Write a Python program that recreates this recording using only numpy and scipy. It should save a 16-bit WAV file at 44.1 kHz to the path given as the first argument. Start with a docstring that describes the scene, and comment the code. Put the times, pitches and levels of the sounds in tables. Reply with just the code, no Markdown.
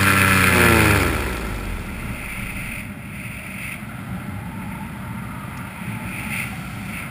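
"""A paramotor in flight, heard at the pilot's camera. The two-stroke sags, knocks and barks, quits at 1 s,
and is spun down by propeller drag, shaking the frame until it stops near 3 s. Wind remains: it buffets
the camera case, rushes round it and hisses at its edge as the head turns. Vortex shedding makes the
glider lines sing, most strongly near 5 s; then a buckle ticks, and the hiss peaks after 6 s.
Throughout, the camera holds each sample of a low rate, which mirrors the sound into the treble."""
import sys
import numpy as np
from scipy import signal
from scipy.fft import rfft, irfft, next_fast_len
from scipy.io import wavfile
from scipy.ndimage import map_coordinates

SR = 44100
rng = np.random.default_rng(int(sys.argv[2]) if len(sys.argv) > 2 else 0)


def transcribe(signal):
    """Save signal, clipped to [-1, 1], as a 16-bit WAV file at the path in sys.argv[1]."""
    frames = np.atleast_2d(signal).T
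    limited = np.clip(frames, -1, 1)
    pcm = np.round(limited * 32767).astype(np.int16)
    wavfile.write(sys.argv[1], SR, pcm)


N = 313110

RUN_HZ, LOADED_HZ = 132.97, 112.4  # crank speed at full power; speed below which the whole drive fades
QUIT_S, STOP_S, STOP_DB_PER_S = 0.97, 2.7, 70  # firing ends; later, compression halts the last turns

# Spectra of the sources. Each row: frequency in Hz, relative level in dB.
EXHAUST_SPECTRUM = [(40, -3), (110, -15.5), (220, 0.5), (330, 2), (450, -3), (580, -8), (720, -12.5),
                    (900, -8.5), (1350, -17), (1700, -15.5), (2400, -11), (3200, -22), (6000, -50)]
RASP_SPECTRUM = [(40, -6), (150, -8), (400, -8.5), (700, -15.5), (1100, -7.5), (1400, -7), (1750, 0),
                 (2100, -5), (2450, 0.5), (2700, -7.5), (3100, -13), (4000, -16.5), (5000, -22.5),
                 (6000, -31.5)]
FIZZ_SPECTRUM = [(2800, 0), (3400, 1.5), (4000, -7), (4400, -1), (4850, -6), (5250, -6.5), (6000, -8)]
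BUFFET_SPECTRUM = [(15, -56), (25, -21), (32, -16), (45, -19), (59, -4), (86, -8), (113, 0), (156, -6.5),
                   (193, 0), (398, -25), (520, -34), (680, -38), (1140, -120)]
RUSH_SPECTRUM = [(200, 0), (480, -11.5), (620, -2.5), (1000, -6), (1400, -5), (1950, -2.5), (2600, -14.5),
                 (3000, -10), (3500, -15.5), (5000, -23.5), (6000, -30.5)]
EDGE_SPECTRUM = [(1000, -34), (1800, -10.5), (2100, -1), (2400, 0), (2680, -1.5), (2950, -12),
                 (3400, -16.5), (4000, -24), (4350, -22.5), (4850, -20), (5250, -30.5), (6000, -26)]
# Propeller harmonics. Each row: multiple of the blade-pass frequency, relative level in dB.
BLADE_HARMONICS = [(1, 3.5), (2, -0.5), (3, -5), (4, -29), (5, -11.5), (6, -13)]
# Peaks and dips. Each row: centre in Hz, width in Hz, gain in dB.
FRAME_MODES = [(103, 21, -21), (63, 6.2, -31.5), (44.7, 8.7, -32)]
CAMERA_BANDS = [(597, 93, 4), (648, 37, -5), (884, 160, 2.5), (1140, 64, -0.5), (1357, 158, 10.5),
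                (1806, 50, -8), (2093, 147, 4), (2530, 490, 3), (2970, 420, -4), (3220, 86, 4),
                (3980, 115, -5), (5400, 53, 1), (6020, 300, -8)]  # those of the case, plus the recorder's dip at 6 kHz, half its sample rate
# Impacts. Each row: start in seconds, level of the exciting burst in dB.
FRAME_KNOCKS = [(0.1321, -30), (0.2164, -9), (0.4419, -10), (0.6639, -13), (0.816, -15), (0.854, -14)]
BUCKLE_TICKS = [(5.5726, -37)]
# Strength of the airflow on the case. Each row: time in seconds, relative level in dB.
BUFFET_LEVELS = [(1.7, -34), (1.76, -37.5), (2.11, -32), (2.36, -41.5), (2.38, -33.5), (4.05, -35.5),
                 (4.09, -31.5), (4.96, -32), (5.01, -36), (5.1, -31.5), (5.62, -34), (5.76, -38.5),
                 (5.89, -30.5), (7.1, -34)]
RUSH_LEVELS = [(1.8, -45.5), (2.27, -44), (3.1, -49.5), (4.21, -44), (4.38, -46.5), (6.4, -43),
               (6.8, -45.5), (7.1, -43.5)]
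# Vortex tone of the glider lines. Each row: time in seconds, frequency in Hz, level in dB.
LINE_SONG = [(1.8, 609, -56), (3.6, 624.2, -53.5), (3.9, 719, -52), (4.7, 900, -46), (5.45, 928, -51),
             (6.2, 866, -48), (6.6, 766, -47), (7.1, 710, -54)]
# Swells. Each row: time of full level, rise time and hold time, all in seconds, then level in dB.
EDGE_SWELLS = [(2.38, 0.95, 0.42, -35.5), (3.22, 0.31, 0.38, -39.5), (3.63, .1, 0.1, -34),
               (4.64, 0.14, .2, -51), (5.92, 0.54, 0.021, -43), (6.15, 0.21, 0.094, -35),
               (6.345, 0.077, 0.067, -27.5), (6.5, .3, 0.4, -47), (6.97, 0.14, .05, -34.5)]  # the head turns the case's edge into the wind
THIN_LINE_SWELLS = [(5.3, 0.8, 0.35, -48)]  # a thinner line catches the fastest air
EDDY_SWELLS = [(6.3, 0.51, 0.633, -48), (6.36, 0.11, 0.068, -54)]  # small eddies form in the widest head turns


def amp(db):
    """Amplitude ratio of a level in decibels."""
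    return 10 ** (np.asarray(db) / 20)


def unit(x):
    """x normalised to rms 1."""
    return x / np.sqrt(np.mean(x ** 2) + 1e-20)


def spectrum_gain(spectrum, hz):
    """Gain interpolated in dB over log frequency, rolling off beyond the end points."""
    f, db = np.transpose(spectrum)
    outside = np.maximum(np.log(f[0] / (hz + 1)), 0) + np.maximum(np.log((hz + 1) / f[-1]), 0)
    return amp(np.interp(np.log(hz + 1), np.log(f + 1), db) - 20 * outside)


def curves(rows):
    """Linear interpolation, sample by sample, of each column after the time."""
    times, *columns = np.transpose(rows)
    return [np.interp(np.arange(N) / SR, times, column) for column in columns]


def fade(start_s, db_per_s):
    """Unit gain until start_s, then exponential decay."""
    return amp(-db_per_s * np.maximum(np.arange(N) / SR - start_s, 0))


def wobble(rate):
    """Slow random modulation: a spline through rate knots a second."""
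    return map_coordinates(rng.standard_normal(int(N * rate / SR) + 4), [np.arange(N) * rate / SR])


def filtered(x, response):
    """Linear filtering: the spectrum of x times a frequency response."""
    size = next_fast_len(N + SR // 2)
    return irfft(rfft(x, size) * response(np.fft.rfftfreq(size, 1 / SR)), size)[:N]


def convolved(x, impulse_response):
    """Convolution with an impulse response scaled to unit energy."""
    return signal.fftconvolve(x, impulse_response / np.linalg.norm(impulse_response))[:N]


def resound(x, spectrum, size=4096):
    """Response to x of a minimum-phase body with the given spectrum."""
    cepstrum = irfft(np.log(spectrum_gain(spectrum, np.fft.rfftfreq(size, 1 / SR))))
    cepstrum[1:size // 2] *= 2  # folding the cepstrum makes the body causal
    cepstrum[size // 2 + 1:] = 0
    return convolved(x, irfft(np.exp(rfft(cepstrum))))


def noise(spectrum):
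    """Coloured noise of rms 1."""
    return unit(filtered(rng.standard_normal(N), lambda hz: spectrum_gain(spectrum, hz)))


def decay(t60, samples=SR // 40):
    """A damped envelope that falls 60 dB in t60 seconds."""
    return amp(-60 * np.arange(samples) / SR / t60)


def bursts(events, t60):
    """Impact excitation: a damped burst of noise for each event."""
    out, envelope = np.zeros(N), decay(t60, SR // 10)
    for start_s, db in events:
        burst = amp(db) * envelope * rng.standard_normal(len(envelope))
        out[round(start_s * SR):][:len(burst)] += burst
    return out


def swells(rows, release_s=0.1):
    """Power sum of envelopes that climb 20 dB per rise time, hold, and fall 20 dB per release_s."""
    t, power = np.arange(N) / SR, np.zeros(N)
    for full_s, rise_s, hold_s, db in rows:
        below = np.maximum(full_s - t, 0) / rise_s + np.maximum(t - full_s - hold_s, 0) / release_s
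        power += amp(db - 20 * below) ** 2
    return np.sqrt(power)


def pulses(cycles, scatter_db, jitter):
    """A quasi-periodic train, one uneven pulse a cycle, whose power is independent of its rate."""
    whole = np.arange(1, int(cycles[-1]))
    size, slip = rng.standard_normal((len(whole), 2)).T
    onsets = np.interp(whole + jitter * slip, cycles, np.arange(N)).astype(int)
    return np.bincount(onsets, amp(scatter_db * size) / np.sqrt(np.gradient(cycles)[onsets]), N)


def gate(cycles, depth_db):
    """Periodic amplitude modulation of rms 1, one swell a cycle."""
    return unit(amp(depth_db * np.cos(2 * np.pi * cycles)))


def crank_speed(sag_hz_per_s2=35.5, drag_halving_s=.6, friction_hz_per_s=2.6):
    """Turns a second: the starved engine sags, then coasts against quadratic drag and steady friction."""
    t = np.arange(N) / SR
    powered_hz = RUN_HZ - sag_hz_per_s2 * np.minimum(t, QUIT_S) ** 2
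    coast_s = np.maximum(t - QUIT_S, 0)
    return np.maximum(powered_hz / (1 + coast_s / drag_halving_s) - friction_hz_per_s * coast_s, 1)


def driven(db, db_per_octave, full_hz=LOADED_HZ):
    """Gain of a driven part: a power law of crank speed below full_hz, dying away at the stop."""
    octaves = np.minimum(np.log2(crank_speed() / full_hz), 0)
    return amp(db + db_per_octave * octaves) * fade(STOP_S, STOP_DB_PER_S)


def off_pipe(smooth_db, off_s=0.555, rise_s=0.097):
    """Gain that rises from smooth_db to unity as the engine drops out of its tuned pipe's resonance."""
    return amp(smooth_db * np.clip((off_s - np.arange(N) / SR) / rise_s, 0, 1))


def exhaust(turns, silencer_hz=1700):
    """One puff a turn excites the pipe's resonances; as the crank slows, puffs give way to chuffs of air."""
    bark = driven(db=-19, db_per_octave=13.5) * off_pipe(smooth_db=-16)
    chuff_share = np.clip(.9 * (1 - crank_speed() / LOADED_HZ), .03, .8)
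    puffs = pulses(turns, scatter_db=1, jitter=.004)
    chuffs = gate(turns, depth_db=-3) * rng.standard_normal(N)
    flow = np.sqrt(1 - chuff_share) * puffs + np.sqrt(chuff_share) * chuffs
    silencer = signal.butter(2, silencer_hz, fs=SR, output="sos")
    return signal.sosfilt(silencer, resound(bark * flow, EXHAUST_SPECTRUM))


def blade_tones(passes):
    """Rotating blade loads radiate harmonics of the blade-pass frequency; coasting blades lose their load."""
    thrust = driven(db=-26.5, db_per_octave=6, full_hz=RUN_HZ) * fade(start_s=1.07, db_per_s=33)
    tones = np.zeros(N)
    for order, db in BLADE_HARMONICS:
        cycles = order * (passes + 0.0057 * wobble(24.4)) + (order > 1) * rng.random()
        waver_db = 1.2 * wobble(8)
        tones -= amp(db + waver_db) * np.sqrt(2) * np.cos(2 * np.pi * cycles)
    return thrust * tones


def blade_rasp(passes):
    """Torn air radiates broadband noise: the same slap from every blade, fresh swirl and a thin swish."""
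    slap_shape = decay(t60=.032) * rng.standard_normal(SR // 40)
    slaps = convolved(pulses(passes, scatter_db=1.7, jitter=.003), slap_shape)
    swirl = unit(gate(passes - .1, depth_db=3.3) * amp(1.2 * wobble(220))) * rng.standard_normal(N)
    slap_share = .45 * fade(start_s=.75, db_per_s=18)  # an unloaded blade slaps less
    torn_air = np.sqrt(slap_share) * slaps + np.sqrt(1 - slap_share) * swirl
    rasp = resound(driven(db=-19.5, db_per_octave=18) * torn_air, RASP_SPECTRUM)
    swish = driven(db=-33.5, db_per_octave=10) * noise(FIZZ_SPECTRUM)
    return rasp + swish


def frame_clatter(turns):
    """Impacts ring the steel frame: an uneven tick each turn, and a few harder knocks."""
    hits = pulses(turns, scatter_db=3.5, jitter=.25)
    ticks = convolved(hits, decay(t60=.016)) * rng.standard_normal(N)
    steel_spectrum = [(800, -20), (2400, -3), (3300, -2), (4500, 0), (5300, -4), (5800, -14)]
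    shaking = driven(db=-35, db_per_octave=14.5) * off_pipe(smooth_db=-2)
    knocks = resound(bursts(FRAME_KNOCKS, t60=0.015), RASP_SPECTRUM)
    return resound(ticks * shaking, steel_spectrum) + knocks


def frame_shake(turns, slow_hz=40):
    """Forced vibration: the crank sweeps down through the frame's modes; slow turns add a second order."""
    def response(hz):
        powers = (amp(db) ** 2 / (1 + (2 * (hz - f) / width) ** 2) for f, width, db in FRAME_MODES)
        return np.sqrt(sum(powers))

    speed = crank_speed()
    first_order = response(speed) * np.sin(2 * np.pi * turns)
    second_order = response(2 * speed) * np.sin(4 * np.pi * turns)
    throb = first_order + amp(-2.5) / (1 + (speed / slow_hz) ** 6) * second_order
    uneven_db = 3 * np.clip(1 - speed / LOADED_HZ, 0, 1) * wobble(14)  # slow turns differ in force
    weakening = fade(start_s=1.73, db_per_s=7) * fade(STOP_S, STOP_DB_PER_S)
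    return np.sqrt(2) * throb * amp(uneven_db) * weakening


def wind():
    """Turbulence buffets the case, rushes round it, rings its edge near 2.4 kHz and fizzes in eddies."""
    buffet = amp(curves(BUFFET_LEVELS)[0] + 1) * noise(BUFFET_SPECTRUM)
    rush = amp(curves(RUSH_LEVELS)[0] + 4 + 0.13 * wobble(21)) * noise(RUSH_SPECTRUM)
    flutter = unit(amp(1.3 * wobble(120)))
    edge = (amp(-51.5) + swells(EDGE_SWELLS)) * flutter * noise(EDGE_SPECTRUM)  # faint between head turns
    fizz = swells(EDDY_SWELLS) * noise(FIZZ_SPECTRUM)
    return buffet + rush + edge + fizz


def glider_lines(width_hz=110, thin_ratio=1.31):
    """Aeolian tones: lines shed vortices at a frequency that rises with airspeed and with thinness."""
    def narrowband(phase):
        return unit(wobble(width_hz) * np.cos(phase) + wobble(width_hz) * np.sin(phase))

    hz, db = curves(LINE_SONG)
    phase = 2 * np.pi * np.cumsum(hz * (1 + 0.014 * wobble(25))) / SR
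    turbulence_db = 1.7 * wobble(12)
    song = amp(db) * narrowband(phase)
    thin_song = swells(THIN_LINE_SWELLS) * narrowband(thin_ratio * phase)
    return amp(turbulence_db) * (song + thin_song)


def buckle(ring_hz=5260):
    """A light impact excites the resonance of a small metal harness buckle."""
    return resound(bursts(BUCKLE_TICKS, t60=0.044), [(3000, -30), (4400, -10), (ring_hz, 0), (6000, -5)])


def camera_response(hz):
    """Resonance in the closed case lifts and hollows bands; the recorder dips at half its sample rate."""
    response = 1
    for centre, width, db in CAMERA_BANDS:
        detuning, damping, root_gain = centre ** 2 - hz ** 2, 1j * hz * width, amp(db / 2)
        response = response * (detuning + damping * root_gain) / (detuning + damping / root_gain)
    return response


def scene():
    """Superposition at the camera: engine and propeller share one crank speed; wind blows throughout."""
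    turns = np.cumsum(crank_speed() * (1 + .001 * wobble(20))) / SR
    passes = .7335 * turns  # two blades behind a reduction belt
    drive = exhaust(turns) + blade_tones(passes) + blade_rasp(passes)
    frame = frame_clatter(turns) + frame_shake(turns)
    return filtered(drive + frame + wind() + glider_lines() + buckle(), camera_response)[None]


def record(dry, hold_hz=12000, top_hz=15330):
    """Sample and hold: the band below half the rate forms spectral images on both sides of the rate."""
    band = filtered(dry[0], lambda hz: hz < hold_hz / 2)
    sampled = band * (1 + 2 * np.cos(2 * np.pi * hold_hz * np.arange(N) / SR))
    droop = lambda hz: np.sinc(hz / hold_hz) / np.sinc(hz / (4 * hold_hz))
    return filtered(sampled, lambda hz: droop(hz) * (hz < top_hz))[None]


dry = scene()
out = record(dry)
transcribe(out)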